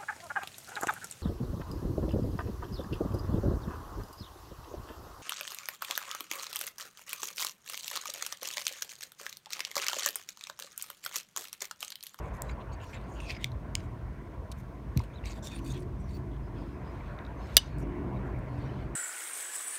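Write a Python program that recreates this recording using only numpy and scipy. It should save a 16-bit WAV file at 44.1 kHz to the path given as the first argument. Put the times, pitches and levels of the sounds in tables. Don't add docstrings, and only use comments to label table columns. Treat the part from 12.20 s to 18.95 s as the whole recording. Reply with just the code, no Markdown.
import sys
import numpy as np
from scipy import signal
from scipy.fft import rfft, irfft, next_fast_len
from scipy.io import wavfile
from scipy.ndimage import uniform_filter1d, map_coordinates

SR = 44100
rng = np.random.default_rng(int(sys.argv[2]) if len(sys.argv) > 2 else 0)


def store_wav(level_fs):
    pcm = np.round(np.clip(np.atleast_2d(level_fs), -1, 1) * 32767)
    wavfile.write(sys.argv[1], SR, pcm.T.astype(np.int16))


def voltage_ratio(decibels):
    exponent = np.asarray(decibels, float) / 20
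    return 10 ** exponent


N = 297763


def unit(x):
    return x / np.sqrt(np.mean(x ** 2) + 1e-20)


def along(points, hz):
    f, v = np.transpose(points)
    return np.interp(np.log(hz + 1), np.log(f + 1), v)


def curves(rows):
    s, *cols = np.transpose(rows)
    return [np.interp(np.arange(N) / SR, s, c) for c in cols]


def wobble(rate):
    knots = rng.standard_normal(int(N * rate / SR) + 4)
    return map_coordinates(knots, [np.arange(N) * rate / SR])


def swell(s, length, rise, fall):
    u = (np.arange(N) / SR - s) / length
    return np.clip(np.minimum(u / rise, (1 - u) / fall), 0, 1)


def filtered(x, response):
    m = next_fast_len(len(x) + 8192)
    return irfft(rfft(x, m) * response(np.fft.rfftfreq(m, 1 / SR)), m)[:len(x)]


def noise(spectrum):
    return unit(filtered(rng.standard_normal(N), lambda hz: voltage_ratio(along(spectrum, hz))))


def patchy(x, depth_db, size=(3, 14)):
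    z = signal.stft(x, nperseg=256)[2]
    field = rng.standard_normal(z.shape)
    field = uniform_filter1d(field, size=size[0], axis=0)
    field = uniform_filter1d(field, size=size[1], axis=1)
    return signal.istft(z * voltage_ratio(depth_db * unit(field)), nperseg=256)[1][:N]


def band(x, lo_hz, hi_hz):
    return signal.sosfilt(signal.butter(2, [lo_hz, hi_hz], "bandpass", fs=SR, output="sos"), x)


def tone(hz, db, waver_hz):
    return np.sqrt(2) * voltage_ratio(db) * np.sin(2 * np.pi * np.cumsum(hz + waver_hz * wobble(30)) / SR)


def mode(t, hz, db, t60, phase=0):
    return voltage_ratio(db - 60 * t / t60) * np.sin(2 * np.pi * hz * t + phase)


def add(track, s, x):
    track[round(s * SR):][:len(x)] += x


# frequency in Hz, density in dB per Hz.
HISS_SPECTRUM = [(1470, -32.5), (2500, -6), (3030, -6), (4940, -11), (6280, -11), (7390, -16), (9110, -14),
                 (10400, -15.5), (14400, -20), (15900, -25.5)]


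def hiss():
    return voltage_ratio(-72.5) * noise(HISS_SPECTRUM)


# time in seconds, strength in dB.
ROAD_FLOW = [(0.0, -46.5), (0.21, -46.5), (0.38, -49), (1.03, -50), (1.22, -52), (2.56, -53.5),
             (2.97, -50.5), (4.02, -53.5), (5.11, -47), (5.58, -48), (6.05, -46.5), (6.75, -48.5)]
# frequency in Hz, density in dB per Hz.
ROAD_SPECTRUM = [(250, -32.5), (430, 1.5), (538, 1), (659, 3.5), (825, -4), (956, 1.5), (1120, -0.5),
                 (1210, -7.5), (1450, -41.5), (1880, -44.5), (3190, -120)]
TYRE_SPECTRUM = [(790, -30), (1350, 3.5), (2210, -3), (3140, -18), (3480, -21.5), (4340, -30.5),
                 (5000, -34), (6500, -59), (11000, -120)]


def traffic():
    [flow_db] = curves(ROAD_FLOW)
    swing_db = flow_db - flow_db.mean()
    road = voltage_ratio(swing_db - 1.5 + 0.85 * wobble(6.4)) * patchy(noise(ROAD_SPECTRUM), 1.9)
    tyres = voltage_ratio(1.2 * swing_db - 9.5) * patchy(noise(TYRE_SPECTRUM), 2.7)
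    return voltage_ratio(flow_db.mean()) * (road + tyres)


# time in seconds, effort in dB.
LORRY_EFFORT = [(0.0, -43.5), (0.49, -46.5), (0.9, -45.5), (1.2, -41.5), (2.48, -46.5), (2.71, -42.5),
                (2.86, -49), (3.1, -45), (3.57, -38.5), (3.97, -41), (4.81, -41.5), (5.04, -45),
                (5.55, -39), (5.73, -37.5), (5.9, -36.5), (6.75, -40.5)]
# frequency in Hz, density in dB per Hz.
RUMBLE_SPECTRUM = [(15, -44), (25, -13.5), (35, -18), (48, 9.5), (102, 0), (110, -1.5), (140, -39),
                   (240, -120)]
DRONE_SPECTRUM = [(53, -38.5), (90, -17.5), (129, 1.5), (156, -7.5), (199, -6.5), (250, -12), (320, -48.5),
                  (550, -120)]
PIPE_SPECTRUM = [(140, -39), (235, -8.5), (279, 0), (317, -3), (350, -1.5), (440, -10.5), (570, -41.5),
                 (970, -120)]
# start in seconds, length in seconds, pitch in Hz, level in dB.
ENGINE_NOTES = [(1.214, 0.15, 124, -40), (1.554, 0.37, 117.4, -45), (3.333, 0.17, 336, -47),
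                (3.348, 0.18, 275, -45.5), (3.453, .24, 130, -41.5), (3.54, 0.14, 362, -44.5),
                (5.497, 0.22, 148.9, -42), (5.52, .22, 54, -36.5), (5.516, 0.37, 284, -44),
                (5.582, 0.406, 351.4, -44), (5.76, 0.29, 196, -42), (5.763, 0.24, 130.2, -39.5),
                (6.101, 0.45, 127, -39), (6.27, 0.17, 286.8, -47)]


def lorry():
    [effort_db] = curves(LORRY_EFFORT)
    swing_db = effort_db - effort_db.mean()
    x = voltage_ratio(0.49 * swing_db + 2) * unit(voltage_ratio(1.7 * wobble(14)) * noise(RUMBLE_SPECTRUM))
    x += voltage_ratio(swing_db - 2.5) * unit(voltage_ratio(1.5 * wobble(9)) * noise(DRONE_SPECTRUM))
    x += voltage_ratio(1.08 * swing_db - 8) * unit(voltage_ratio(2.4 * wobble(7)) * noise(PIPE_SPECTRUM))
    notes = sum(swell(s, length, 0.29, 0.16) * tone(hz, db, 3.5) for s, length, hz, db in ENGINE_NOTES)
    return voltage_ratio(effort_db.mean()) * x + notes


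# time in seconds, pitch in Hz, level in dB.
CHIRP = [
    (2.933, 3300, -68),
    (2.945, 3750, -64),
    (2.965, 3970, -60),
    (2.985, 3670, -63),
    (2.998, 2900, -69),
]


def bird():
    start, end = CHIRP[0][0], CHIRP[-1][0]
    hoarse = voltage_ratio(5 * wobble(200)) * np.cos(1.5 * wobble(300))
    return swell(start, end - start, .1, .1) * hoarse * tone(*curves(CHIRP), 45)


# frequency in Hz, time to fall 60 dB in seconds.
ROOM_DECAY = [(500, 0.13), (3000, 0.24), (8000, 0.14), (12000, 0.047)]


def room(x):
    hz, t, z = signal.stft(rng.standard_normal(SR // 3), SR, nperseg=256)
    fade = voltage_ratio(-60 * t / along(ROOM_DECAY, hz)[:, None])
    tail = signal.istft(z * fade, SR, nperseg=256)[1]
    late = np.pad(x, (300, 0))
    return signal.fftconvolve(late, tail / np.linalg.norm(tail))[:N]


# start in seconds, level in dB, pitch in Hz,
# time to fall 60 dB in seconds.
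TABLE_KNOCKS = [
    (2.764, -11.5, 170, 0.032),
    (2.77, -15, 116, 0.11),
    (2.783, -14, 91, 0.057),
    (2.7835, -22, 220, 0.022),
    (2.8027, -20.5, 990, 0.011),
]


def bump():
    track, t = np.zeros(N + SR), np.arange(SR // 5) / SR
    for s, db, hz, t60 in TABLE_KNOCKS:
        add(track, s, mode(t, hz, db, t60) * (1 - np.exp(-t / 0.0014)))
    return track[:N]


# start in seconds, length in seconds, level in dB,
# brightness in dB.
STROKES = [(0.022, 0.077, -68.5, -2), (0.12, 0.069, -70, 1.5), (0.22, 0.11, -65, -3),
           (0.522, 0.028, -65, -5.5), (0.598, 0.16, -62, -3), (0.718, 0.075, -59, -10),
           (0.768, 0.13, -64.5, -13), (0.878, 0.11, -69.5, 0.5), (0.955, 0.23, -51.5, -14),
           (1.083, 0.052, -49.5, -8), (1.12, 0.052, -67, -9), (1.197, 0.085, -53, -9.5),
           (1.564, 0.12, -67, -1.5), (2.314, 0.015, -51.5, -1), (2.365, 0.057, -68, 2),
           (2.75, 0.12, -56, -10), (3.037, 0.11, -49.5, -8.5), (3.132, .07, -60, -2),
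           (3.228, 0.074, -54, 2.5), (3.292, 0.12, -55.5, -2), (3.407, 0.042, -69, -2),
           (3.438, 0.1, -61.5, 7), (3.525, 0.08, -55, -7.5), (3.583, 0.069, -70, 1),
           (3.857, 0.15, -62.5, -3.5), (4.31, 0.25, -63.5, -13), (4.6, 0.39, -62, -14),
           (5.17, 0.4, -56, -10.5), (5.575, 0.064, -79.5, 14.5), (6.052, 0.033, -85.5, 12.5),
           (6.22, 0.5, -60, -16)]
# frequency in Hz, width in Hz, level in dB.
HANDLE = [(2520, 40, 0), (3610, 130, -16.5), (4423, 83, -13.5), (6695, 46, -9.5), (7160, 37, -14),
          (9500, 240, -9)]


def rubbing():
    def hollow(f):
        return .5 + sum(voltage_ratio(db) / np.hypot(1, (f - hz) / (2.5 * width)) for hz, width, db in HANDLE)

    strokes = [(swell(s, length, 0.26, 0.28), length, db, bright_db) for s, length, db, bright_db in STROKES]
    catching = 1 - .75 * sum(shape > 0 for shape, length, *_ in strokes if length > 0.17)
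    grains = rng.standard_normal(N) * voltage_ratio(catching * (3 * wobble(350) + 1.6 * wobble(70)))
    grit = patchy(patchy(filtered(grains, hollow), 2.4), 3.5, size=(1, 22))
    ranges_hz = [(2000, 4700), (4800, 9300), (9500, 15000)]
    dull, mid, bright = (unit(band(band(grit, lo, hi), lo, hi)) for lo, hi in ranges_hz)
    x = np.zeros(N)
    for shape, _, db, bright_db in strokes:
        colour = dull + voltage_ratio(bright_db) * mid + voltage_ratio(1.1 * bright_db - 6.5) * bright
        x += shape * voltage_ratio(db - 4.5) * colour
    return x


# start in seconds, length in seconds, pitch in Hz, level in dB.
HISSING_SLIPS = [(.146, 0.035, 11000, -70), (0.296, 0.025, 2300, -59), (0.287, 0.028, 6900, -64),
                 (.395, 0.0298, 4100, -70), (2.321, .005, 4100, -56), (2.38, .025, 13000, -72),
                 (1.178, .03, 3600, -67), (.397, 0.026, 2800, -62.5), (.518, 0.026, 4300, -65),
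                 (.523, 0.016, 6600, -73), (.603, 0.045, 2760, -57), (.613, 0.023, 6800, -68),
                 (.652, 0.072, 5700, -69), (.733, 0.033, 2250, -49), (.735, 0.028, 7150, -64),
                 (0.897, 0.065, 6700, -67), (1.03, .02, 8800, -66), (1.03, 0.05, 6400, -66),
                 (1.062, 0.03, 4800, -58), (1.13, 0.045, 5000, -60), (1.092, .005, 2300, -47),
                 (1.109, .013, 2400, -47), (1.001, .01, 6400, -60), (1.003, .016, 8800, -62),
                 (.295, .005, 2200, -44), (1.095, .028, 4600, -57), (1.0015, .007, 2600, -49),
                 (1.168, .006, 2200, -50), (3.228, 0.053, 5800, -54.5), (3.53, 0.054, 3300, -58.5),
                 (3.624, .01, 4660, -67), (3.104, .006, 5700, -57), (3.596, .012, 10000, -63),
                 (3.612, 0.016, 8400, -72), (3.505, 0.017, 8500, -61), (1.22, 0.022, 3000, -58),
                 (3.15, 0.038, 3500, -64), (3.036, 0.079, 2300, -57), (3.093, 0.03, 6750, -58),
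                 (3.23, 0.05, 7350, -56), (3.344, 0.028, 9100, -56.5), (3.501, 0.021, 6500, -52),
                 (3.8, .018, 8000, -71), (4.118, 0.047, 3300, -68), (5.4, 0.068, 6000, -63.5),
                 (5.604, .041, 5710, -80)]
SINGING_SLIPS = [(.96, .045, 2850, -58), (1.01, .05, 2700, -62), (1.065, .025, 2450, -55),
                 (1.12, .05, 2300, -55), (1.175, .055, 2050, -57), (.525, .025, 4500, -62),
                 (.53, .016, 6600, -65), (.53, .014, 7900, -69), (.288, .014, 3950, -57),
                 (.31, .025, 4700, -68), (5.617, .016, 5700, -72), (5.598, .035, 9100, -76),
                 (.745, .03, 3800, -62), (3.06, .07, 4500, -61), (3.232, .085, 3600, -55),
                 (3.33, .042, 3600, -54), (3.305, .06, 2500, -56), (3.3, .08, 4500, -65),
                 (3.41, .04, 6000, -70), (3.45, .065, 4550, -61), (3.465, .05, 2550, -61),
                 (3.46, .03, 3600, -61), (3.495, .024, 3650, -53), (2.94, .012, 6500, -71),
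                 (3.8, .09, 5800, -74), (3.89, .045, 4500, -69), (3.935, .035, 4500, -62),
                 (3.94, .036, 14800, -72), (4.23, .05, 5050, -76), (4.35, .08, 5050, -75),
                 (4.47, .1, 5050, -78), (4.64, .07, 5000, -74), (5.17, .045, 6230, -75),
                 (5.22, .05, 5150, -72), (5.2, .14, 4200, -72), (5.29, .05, 3450, -69),
                 (5.3, .05, 6200, -73), (5.405, .15, 4290, -70), (5.403, .04, 3150, -63),
                 (5.95, .03, 3800, -70), (6.38, .02, 8200, -77), (6.41, .04, 4400, -71),
                 (6.44, .05, 5700, -75), (6.42, .2, 3000, -68)]


def slips():
    track = np.zeros(N + SR)
    friction = rng.standard_normal(N) * voltage_ratio(2.4 * wobble(120) + 1.4 * wobble(590))
    for rows, width_hz in [(HISSING_SLIPS, 620), (SINGING_SLIPS, 191)]:
        for s, length, hz, db in rows:
            piece = friction[round(s * SR):][:round(1.25 * length * SR)]
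            song = filtered(piece, lambda f: 1 / (1 + np.abs((f - hz) / (width_hz / 2)) ** 1.4))
            add(track, s - 0.085 * length, voltage_ratio(db) * unit(song) * np.hanning(len(piece)) ** 0.15)
    return track[:N]


# start in seconds, peak in dB, note in Hz, crack in dB,
# brightness in dB.
SMALL_TICKS = [(1.0022, -28.5, 2700, -31, -1), (1.0964, -23, 2500, -24, -8),
               (1.1025, -21.5, 2450, -26, -10), (1.1074, -22, 2250, -21, -7), (1.1486, -32, 2350, -32, -12),
               (1.166, -29, 2200, -30, -12), (1.318, -35.5, 4030, -30, 2), (1.604, -43, 2000, -22, -9),
               (2.793, -36, 2220, -16, 1), (3.0392, -36, 2300, -32, -23), (3.0564, -31.5, 2400, -19, -1.5),
               (3.2713, -30, 3630, -20, 6), (3.391, -39, 2840, -22, 3), (4.9882, -39.5, 3700, -26, -10),
               (5.0499, -39, 3800, -29, -5), (5.0654, -40, 3760, -32, -1), (5.345, -64, 4297, -4, 12),
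               (5.357, -62, 4330, -1, 5), (5.584, -54, 9100, -14, 14), (5.5938, -60, 9100, -16, 12),
               (6.1894, -63, 2155, -12, 11)]


def ticks():
    def peak(x):
        return x / np.abs(x).max()

    track, t = np.zeros(N + SR), np.arange(SR // 20) / SR
    for s, db, hz, crack_db, bright_db in SMALL_TICKS:
        crack = rng.standard_normal(len(t)) * voltage_ratio(-60 * t / 0.009) * (1 - np.exp(-t / .0003))
        note = mode(t, hz, 0, 0.0105) * (1 - np.exp(-t / .0004))
        parts = voltage_ratio(-bright_db) * peak(band(band(crack, 2010, 2805), 1900, 2900))
        parts += voltage_ratio(6.0) * peak(band(crack, 4200, 6020))
        parts += voltage_ratio(bright_db) * peak(band(crack, 6800, 11500))
        add(track, s, voltage_ratio(db + 6.5) * (voltage_ratio(crack_db) * parts + 0.3 * note))
    return track[:N]


# start in seconds, peak in dB.
METAL_CONTACTS = [
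    (0.2201, -20),
    (1.243, -12.5),
    (1.5527, -14.5),
    (2.3160, -36.5),
    (2.774, -21.5),
]
# frequency in Hz, level in dB,
# time to fall 60 dB in seconds.
CONTACT_MODES = [
    [(2300, -16, 0.01), (5830, -0.5, 0.0032), (7710, 10.5, 0.0023), (9640, 1, 0.0046), (11940, -2, 0.0046),
     (14800, -5.5, 0.0041)],
    [(2190, -2.5, 0.012), (3530, -1.5, 0.006), (4780, -16, 0.0064), (5870, -13, 0.0074), (7800, -19, 0.006),
     (8700, -19, .006), (12400, -27, .005), (13700, -25, 0.004), (15200, -27, .005)],
    [(2240, -3.5, 0.013), (2960, 5, 0.0043), (5000, -2, 0.0071), (7040, -0.5, 0.0051), (8360, 0, 0.003),
     (4600, -6.5, 0.0053), (5700, -13, .007), (12700, -22, .003), (14500, -20, .004), (15600, -24, .004)],
    [(2540, -8, .008), (4340, 4, 0.012), (6600, -4, .008), (7840, -1, 0.0098), (9400, 0, 0.016),
     (12200, -4, .006)],
    [(2380, 6.5, 0.0054), (4180, 0, 0.0075), (5850, 3.5, 0.0038), (9550, -8, .007), (11900, -5, .006),
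     (13530, -4, .006)],
]


def clicks():
    track, t = np.zeros(N + SR), np.arange(SR // 30) / SR
    for (s, db), modes in zip(METAL_CONTACTS, CONTACT_MODES):
        chatter = rng.standard_normal(len(t)) * voltage_ratio(-60 * t / 0.0094)
        ring = sum(mode(t, hz, level, t60) * (1 - np.exp(-(t * hz / 1.75) ** 2)) for hz, level, t60 in modes)
        ring = ring / (1 + (t / .0045) ** 4)
        x = ring / np.abs(ring).max() + 0.14 * band(band(chatter, 2200, 9300), 2200, 14500)
        add(track, s, voltage_ratio(db) * band(band(x, 1870, 17500), 1840, 17500))
    return track[:N]


# start in seconds, peak in dB, share of body, of blade,
# of lock bar.
CLOSING = [
    (5.3678, 3, 1, .02, .1),
    (5.3702, -14, .3, .02, 2.2),
    (5.3755, -13, .9, 1, .05),
]
# frequency in Hz, level in dB,
# time to fall 60 dB in seconds.
BLOW_MODES = [(274.7, -29, 0.03), (640, -21.5, 0.034), (1490, -25, 0.021), (1841, -14.5, .016),
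              (9700, -11.5, .008), (3486, -2, 0.0046), (4470, -5.5, .004), (4835, 4.5, 0.0057),
              (5900, -2, 0.0071), (7590, -12.5, 0.014), (8950, -6.5, .011), (11300, -10, .014),
              (13020, -13.5, 0.01), (15200, -9, .006)]
REBOUND_MODES = [(400, -23.5, .02), (900, -22.5, 0.018), (1720, -14, 0.0301), (2172, -15, .03),
                 (3400, -6, .02), (3735, -3.5, .024), (4603, -6, .028), (5017, -7.5, 0.022),
                 (5870, -9.5, .035), (7628, -18, .03), (8807, -9.5, .022), (11540, -6, .014),
                 (13270, -11, .01), (15320, -12, .008)]
BLADE_MODES = [(2900, 0.5, 0.1), (3060, -14, .03)]


def snap():
    track, t = np.zeros(N + SR), np.arange(SR // 3) / SR
    bar = mode(t, 3440 + 58000 * t, 0, 0.015)
    ring = sum(mode(t, hz * (1 + .9 * t), level, t60) for hz, level, t60 in BLADE_MODES)
    ring = ring / (1 + (t / .0225) ** 16)
    for (s, db, slam, blade, lock), modes in zip(CLOSING, [BLOW_MODES, BLOW_MODES, REBOUND_MODES]):
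        phases = rng.uniform(0, 1.3, len(modes))
        body = sum(mode(t, hz, level, t60, a) for (hz, level, t60), a in zip(modes, phases))
        crack = band(rng.standard_normal(len(t)), 4100, 13000) * voltage_ratio(-60 * t / 0.014)
        crack += 0.29 * band(rng.standard_normal(len(t)), 248, 2200) * voltage_ratio(-60 * t / 0.03)
        choke = 1 if modes is REBOUND_MODES else 1 / (1 + ((t + s - CLOSING[0][0]) / 0.0056) ** 6)
        struck = choke * (slam * (0.83 * body + 0.7 * crack) + 1.5 * lock * bar)
        add(track, s, voltage_ratio(db) * (struck + 0.36 * blade * ring) * (1 - np.exp(-t / 0.00019)))
    return track[:N]


def scene():
    small, big = ticks() + clicks(), snap()
    space = room(voltage_ratio(-24.5) * small + voltage_ratio(-28) * big)
    hands = rubbing() + slips() + bump()
    return (small + big + space + hands + bird() + traffic() + lorry() + hiss())[None]


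# time in seconds, depth in dB, hold in seconds.
GAIN_DIPS = [
    (2.84, 0, 0.1),
    (5.37, 2.5, 0.15),
]


def gain_control(x):
    t = np.arange(N) / SR
    duck_db = 0
    for s, depth_db, hold in GAIN_DIPS:
        duck_db = duck_db + depth_db * np.clip((t - s) / 0.044, 0, 1) * np.clip((s + hold - t) / 0.082 + 1, 0, 1)
    return x * voltage_ratio(-duck_db)


# frequency in Hz, gain in dB.
MIC_RESPONSE = [(20, -20), (45, -0.5), (9300, 0.5), (10400, -4), (11500, 0), (15800, 3.5), (16500, -6.5),
                (17000, -50)]


def microphone(x):
    return filtered(x, lambda hz: voltage_ratio(along(MIC_RESPONSE, hz)))


def low_pass(x):
    return signal.sosfilt(signal.butter(12, 16570, fs=SR, output="sos"), x)


def record(dry):
    level = gain_control(dry[0])
    clipped = level / (1 + np.abs(level / .86) ** 8) ** (1 / 8)
    return low_pass(microphone(clipped)[None])


dry = scene()
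out = record(dry)
store_wav(out)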